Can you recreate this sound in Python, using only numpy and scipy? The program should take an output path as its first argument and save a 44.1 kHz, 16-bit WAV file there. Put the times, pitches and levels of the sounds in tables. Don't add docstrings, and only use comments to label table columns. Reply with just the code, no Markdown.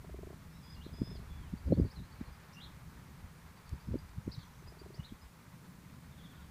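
import sys
import numpy as np
from scipy import signal
from scipy.fft import rfft, irfft
from scipy.io import wavfile
from scipy.ndimage import uniform_filter1d

SR = 44100
rng = np.random.default_rng(int(sys.argv[2]) if len(sys.argv) > 2 else 0)


def generate_wav(sig):
    pcm = np.round(np.clip(np.atleast_2d(sig).T, -1, 1) * 32767).astype(np.int16)
    wavfile.write(sys.argv[1], SR, pcm)


N = 286650
TIME = np.arange(N) / SR


def from_db(db):
    return 10 ** (np.asarray(db) / 20)


def unit_rms(x):
    return x / np.sqrt(np.mean(x ** 2) + 1e-20)


def over_time(rows):
    return np.interp(TIME, *np.transpose(rows))


def add(out, start_s, sound):
    at = max(0, int(start_s * SR))
    out[at:at + len(sound)] += sound[:N - at]


def noise(spectrum):
    hz, db = np.transpose(spectrum)
    bins_hz = np.maximum(np.fft.rfftfreq(N, 1 / SR), 1)
    gain = from_db(np.interp(np.log(bins_hz), np.log(hz), db))
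    return unit_rms(irfft(rfft(rng.standard_normal(N)) * gain, N))


def drift(rate_hz):
    bins_hz = np.fft.rfftfreq(N, 1 / SR)
    return unit_rms(irfft(rfft(rng.standard_normal(N)) / (1 + (bins_hz / rate_hz) ** 2), N))


def band(x, low_hz, high_hz):
    return signal.sosfilt(signal.butter(2, [low_hz, high_hz], "band", fs=SR, output="sos"), x)


def ring(push, hz, t60_s):
    r, w = from_db(-60 / (t60_s * SR)), 2 * np.pi * hz / SR
    return signal.lfilter([0, np.sin(w)], [1, -2 * r * np.cos(w), r * r], push + 1e-18)


# frequency in Hz, relative spectral density in dB.
AIR_SPECTRUM = [(20, -14), (40, -14.5), (60, 0.5), (80, -2), (120, -15.5), (250, -25), (900, -62)]
DRONE_SPECTRUM = [(40, -23), (90, -7), (130, 0), (170, 1), (215, -8), (270, -10.5), (340, -21), (500, -24),
                  (900, -44)]
MURMUR_SPECTRUM = [(200, -9), (400, -1.5), (700, -4), (950, 2), (1400, -1.5), (2300, -5.5), (2900, -13),
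                   (4500, -14), (7000, -32), (15000, -40)]
HISS_SPECTRUM = [(100, -1.5), (3000, 0), (6000, 1), (10000, -1.4), (16000, -2.9)]
# time in seconds, relative level in dB.
AIR_ENVELOPE = [(0, -53.5), (.7, -57.5), (1.5, -51.5), (2.4, -60.5), (3.4, -56.5), (4.5, -57.5),
                (5.9, -64.5), (6.5, -60)]
DRONE_ENVELOPE = [(0, -54), (1.4, -58), (2.3, -61), (3.0, -53.5), (3.9, -62.5), (4.5, -58), (5.2, -60.5),
                  (5.7, -54), (6.5, -55)]
MURMUR_ENVELOPE = [(0, -65), (1.5, -63.5), (2.2, -62), (3.4, -63.7), (4.4, -64), (5.9, -65.3), (6.5, -64)]


def outdoors(lumpy_db=3.5, murmur_gain_db=1.0, waver_db=1.03, hiss_db=-68):
    air = from_db(over_time(AIR_ENVELOPE) + lumpy_db * drift(8.4)) * noise(AIR_SPECTRUM)
    drone = from_db(over_time(DRONE_ENVELOPE)) * noise(DRONE_SPECTRUM)
    murmur_db = over_time(MURMUR_ENVELOPE) + murmur_gain_db + waver_db * drift(23)
    murmur = from_db(murmur_db) * noise(MURMUR_SPECTRUM)
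    return air + drone + murmur + from_db(hiss_db) * noise(HISS_SPECTRUM)


# start in seconds, pulse count, first and last gap in seconds, relative level in dB.
FROG_PURRS = [(.044, 8, .0487, 0.026, -39.5), (.892, 9, .0451, 0.035, -46), (4.622, 9, .0491, .0354, -46.5)]


def throat_pulses(crest_share=.66, rise_db=10, fall_db=9):
    pulses = []
    for start_s, count, first_gap_s, last_gap_s, db in FROG_PURRS:
        gaps_s = first_gap_s + (last_gap_s - first_gap_s) * np.linspace(0, 1, count - 1) ** 2
        past_crest = np.linspace(0, 1, count) - crest_share
        loss_db = np.where(past_crest < 0, rise_db * (past_crest / crest_share) ** 2,
                           fall_db * (past_crest / (1 - crest_share)) ** 2)
        pulses += zip(start_s + np.r_[0, np.cumsum(gaps_s)], np.full(count, db), loss_db)
    return pulses


# frequency in Hz, gain in dB, 60 dB decay time in seconds.
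FROG_MODES = [(386, 1.5, 0.025), (626, -2.5, 0.016), (1200, -21, .008)]
FLAP_GAINS_DB = [-3, 0]


def frogs(gain_db=-0.5, flap_gap_s=0.00286, vary_db=2.0, throat_swell_share=0.25, throat_db=-1.2):
    out, pulses = np.zeros(N), throat_pulses()
    for mode, (hz, mode_db, t60_s) in enumerate(FROG_MODES):
        flaps = np.zeros(N)
        for (start_s, purr_db, loss_db), chance in zip(pulses, rng.standard_normal(len(pulses))):
            swell_db = throat_db - throat_swell_share * loss_db if mode else -loss_db
            pulse_db = purr_db + mode_db + swell_db + vary_db * chance
            for flap, flap_db in enumerate(FLAP_GAINS_DB):
                add(flaps, start_s + flap * flap_gap_s, from_db([pulse_db + flap_db]))
        out += (-1) ** mode * ring(flaps, hz, t60_s)
    return from_db(gain_db) * band(out, 244, 1500)


# start and length in seconds, middle pitch and sweep in Hz, relative level in dB,
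# trill depth in Hz.
BIRD_CHIRPS = [(.52, .08, 5330, 200, -71, 150), (.53, .07, 3880, 300, -71, 40),
               (1.717, .039, 4310, 600, -63.5, 40), (1.845, .043, 4620, 40, -65, 30),
               (1.9, .026, 4800, 1400, -60, 300), (1.955, .055, 3950, -700, -62.5, 110),
               (2.528, 0.035, 5550, 400, -59.5, 420), (3.984, .014, 4840, 100, -61, 10),
               (4.313, .022, 4550, 800, -53, 450), (4.333, .022, 4400, -1800, -53, 10),
               (4.386, 0.053, 3950, -600, -62, 600), (4.67, .027, 4990, 270, -61, 40),
               (4.786, 0.028, 4700, 300, -61.5, 100), (4.937, 0.045, 5200, 2100, -63, 200),
               (5.209, 0.038, 4980, 30.5, -66, 30), (6.31, 0.11, 1450, -43, -66, 8)]


def chirp(start_s, length_s, middle_hz, sweep_hz, db, depth_hz):
    return start_s, middle_hz + sweep_hz * np.linspace(-.5, .5, int(length_s * SR)), db, depth_hz


# start and length in seconds, pitch in Hz, relative level in dB, closing slur in seconds.
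BIRD_WHISTLES = [(0.621, 0.14, 4986, -63, .028), (.929, .249, 5063, -60.5, .036),
                 (1.281, .22, 3450, -68.5, .15)]


def whistles(rise_share=.03, drop_share=.26, swell_db=4.5, depth_hz=15,
             under_ratio=.69, under_db=-7.5, under_depth_hz=55):
    notes = []
    for start_s, length_s, hz, db, slur_s in BIRD_WHISTLES:
        t = TIME[:int(length_s * SR)]
        from_middle = t / length_s - .5
        slur = np.clip(1 - (length_s - t) / slur_s, 0, 1)
        pitch_hz = hz * (1 + rise_share * from_middle - drop_share * slur ** 2)
        level_db = db + swell_db * from_middle
        notes.append((start_s, pitch_hz, level_db, depth_hz))
        notes.append((start_s, under_ratio * pitch_hz, level_db + under_db, under_depth_hz))
    return notes


# time into the figure in seconds, pitch in Hz, gain in dB, trill depth in Hz.
FLOURISH_SHAPE = [(0, 2800, -7, 25), (.036, 2787, 0, 15), (.058, 2860, -4.5, 40), (.082, 3800, 0.5, 200),
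                  (.105, 3930, -1, 320), (.132, 3250, -6, 300)]
# start in seconds, pitch ratio, relative level in dB.
FLOURISH_REPEATS = [(.757, 1.01, -60), (2.54, 0.99, -53.5), (4.969, 1.045, -58)]


def flourishes():
    times_s, *columns = np.transpose(FLOURISH_SHAPE)
    t = TIME[:int(times_s[-1] * SR)]
    hz, shape_db, depth_hz = [np.interp(t, times_s, column) for column in columns]
    return [(start_s, ratio * hz, db + shape_db, depth_hz) for start_s, ratio, db in FLOURISH_REPEATS]


# start and end in seconds, lowest and highest middle pitch in Hz, relative level in dB.
TWITTER_SPANS = [(1.55, 2.35, 3500, 5100, -69.5), (3.55, 3.9, 4500, 5300, -71),
                 (4.2, 4.62, 4800, 6600, -73)]


def twitter(step_s=.075, length_s=.035, max_sweep_hz=600, depth_hz=130):
    notes = []
    for from_s, to_s, low_hz, high_hz, db in TWITTER_SPANS:
        for slot_s, (late, height, slope) in zip(np.arange(from_s, to_s, step_s), rng.random((16, 3))):
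            hz = low_hz * (high_hz / low_hz) ** height
            sweep_hz = max_sweep_hz * (2 * slope - 1)
            notes.append(chirp(slot_s + late * step_s / 2, length_s, hz, sweep_hz, db, depth_hz))
    return notes


def warble(start_s=6.118, step_s=.057, count=6, hz=3420, scatter=.025, crest_s=6.245, fade_db_per_s=60):
    starts_s = start_s + step_s * np.arange(count)
    return [chirp(s, length_s=.046, middle_hz=hz * (1 + scatter * chance), sweep_hz=-700,
                  db=-61.5 - fade_db_per_s * abs(s - crest_s), depth_hz=110)
            for s, chance in zip(starts_s, rng.standard_normal(count))]


def birds(notes, trill_hz=130, trill_spread=.35, waver_share=0.0067, flutter_db=3.0, edge_s=0.0066):
    out = np.zeros(N)
    waver = 1 + waver_share * drift(110)
    flutter = from_db(flutter_db * drift(58))
    trill_rate_hz = trill_hz * (1 + trill_spread * drift(60.45))
    trill = np.sin(2 * np.pi * np.cumsum(trill_rate_hz) / SR)
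    for start_s, pitch_hz, db, depth_hz in notes:
        t = TIME[:len(pitch_hz)]
        span = (int(start_s * SR) + np.arange(len(t))) % N
        hz = pitch_hz * waver[span] + depth_hz * trill[span]
        fade = np.sin(np.pi / 2 * np.clip(np.minimum(t, t[-1] - t) / edge_s, 0, 1))
        tone = np.sqrt(2) * np.sin(2 * np.pi * np.cumsum(hz) / SR)
        add(out, start_s, from_db(db) * fade * tone)
    return out * flutter


def garden(x, direct_db=-5.0, echo_db=-8.5, t60_s=0.24):
    t = TIME[:SR // 2]
    response = rng.standard_normal(len(t)) * from_db(-60 * t / t60_s)
    echoes = signal.fftconvolve(x, response / np.linalg.norm(response))[:N]
    return from_db(direct_db) * x + from_db(echo_db) * echoes


# centre time in seconds, relative peak in dB, pitch in Hz.
EDDY_BUMPS = [(.866, -35, 267), (1.018, -20.5, 222), (1.538, -26.5, 176), (1.7232, -18, 414),
              (1.729, -16.5, 230), (1.799, -18, 255), (1.823, -23, 69), (1.851, -29, 226),
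              (2.213, -28, 200), (3.732, -27.5, 95), (3.888, -26.5, 161.2), (3.942, -29, 348),
              (3.957, -23.5, 250), (4.186, -31, 134), (4.279, -25.5, 245), (4.383, -33, 104),
              (4.998, -32, 125), (5.124, -33.5, 194.9)]


def eddies(width_cycles=0.46):
    out = np.zeros(N)
    for (centre_s, db, hz), phase in zip(EDDY_BUMPS, rng.random(len(EDDY_BUMPS))):
        near = np.abs(TIME - centre_s) < 4 / hz
        cycles = (TIME[near] - centre_s) * hz
        envelope = from_db(db) / np.cosh(1.5 * cycles / width_cycles)
        out[near] += envelope * np.cos(2 * np.pi * (cycles + phase))
    return out


# centre time in seconds, relative level in dB, half length in seconds.
GUST_SWELLS = [(.934, -46, .014), (1.112, -44, .025), (1.208, -47.5, .022), (1.38, -49, .07),
               (1.674, -32, .012), (1.712, -32, .016), (1.783, -31, .012), (1.835, -35, .026),
               (2.003, -42.5, .028), (2.296, -46.5, .02), (3.745, -42, .014), (3.925, -36.5, .024),
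               (4.67, -50, .019)]
# frequency in Hz at unit speed, relative spectral density in dB.
SWIRL_SPECTRUM = [(15, -30), (35, -14), (60, 0.5), (130, -2), (190, -6), (300, -15), (450, -30), (700, -43),
                  (1500, -94)]


def gusts(unit_speed_db=-38, speed_exponent=.17, lumpy_db=1.1, wake_db=-17, wake_half_s=.017):
    wakes = [(centre_s, db + wake_db, wake_half_s) for centre_s, db, _ in EDDY_BUMPS]
    swells = [from_db(db) * np.exp(-.5 * ((TIME - centre_s) / half_s) ** 2)
              for centre_s, db, half_s in GUST_SWELLS + wakes]
    flow = np.linalg.norm(swells, axis=0) * from_db(lumpy_db * drift(13.94))
    speed = np.clip((flow / from_db(unit_speed_db)) ** speed_exponent, .5, 2)
    swirl = noise(SWIRL_SPECTRUM)
    even_swirl = unit_rms(swirl / np.sqrt(uniform_filter1d(swirl ** 2, SR // 30) + 1e-6))
    return flow * np.interp(np.cumsum(speed), np.arange(N), even_swirl, period=N)


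def buffeting(hollow_hz=560, hollow_q=5.0, hollow_db=2.0, top_hz=800):
    pressure = gusts() + eddies()
    hollow = signal.lfilter(*signal.iirpeak(hollow_hz, hollow_q, fs=SR), pressure)
    lowpass = signal.butter(4, top_hz, fs=SR, output="sos")
    return signal.sosfilt(lowpass, pressure + from_db(hollow_db) * hollow)


# start in seconds, peak in dB.
TINY_TICKS = [(3.693, -44.5), (4.092, -56.5)]


def ticks(low_hz=2800, high_hz=9000, t60_s=0.011):
    out, t = np.zeros(N), TIME[:SR // 20]
    for start_s, db in TINY_TICKS:
        crack = band(rng.standard_normal(len(t)) * from_db(-60 * t / t60_s), low_hz, high_hz)
        add(out, start_s, from_db(db) * crack / np.abs(crack).max())
    return out


def scene():
    song = whistles() + flourishes() + [chirp(*row) for row in BIRD_CHIRPS] + warble() + twitter()
    return (frogs() + garden(birds(song)) + buffeting() + ticks() + outdoors())[None]


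def record(dry):
    cutoff_hz = 15400
    return signal.sosfilt(signal.ellip(10, .1, 70, cutoff_hz, fs=SR, output="sos"), dry)


dry = scene()
out = record(dry)
generate_wav(out)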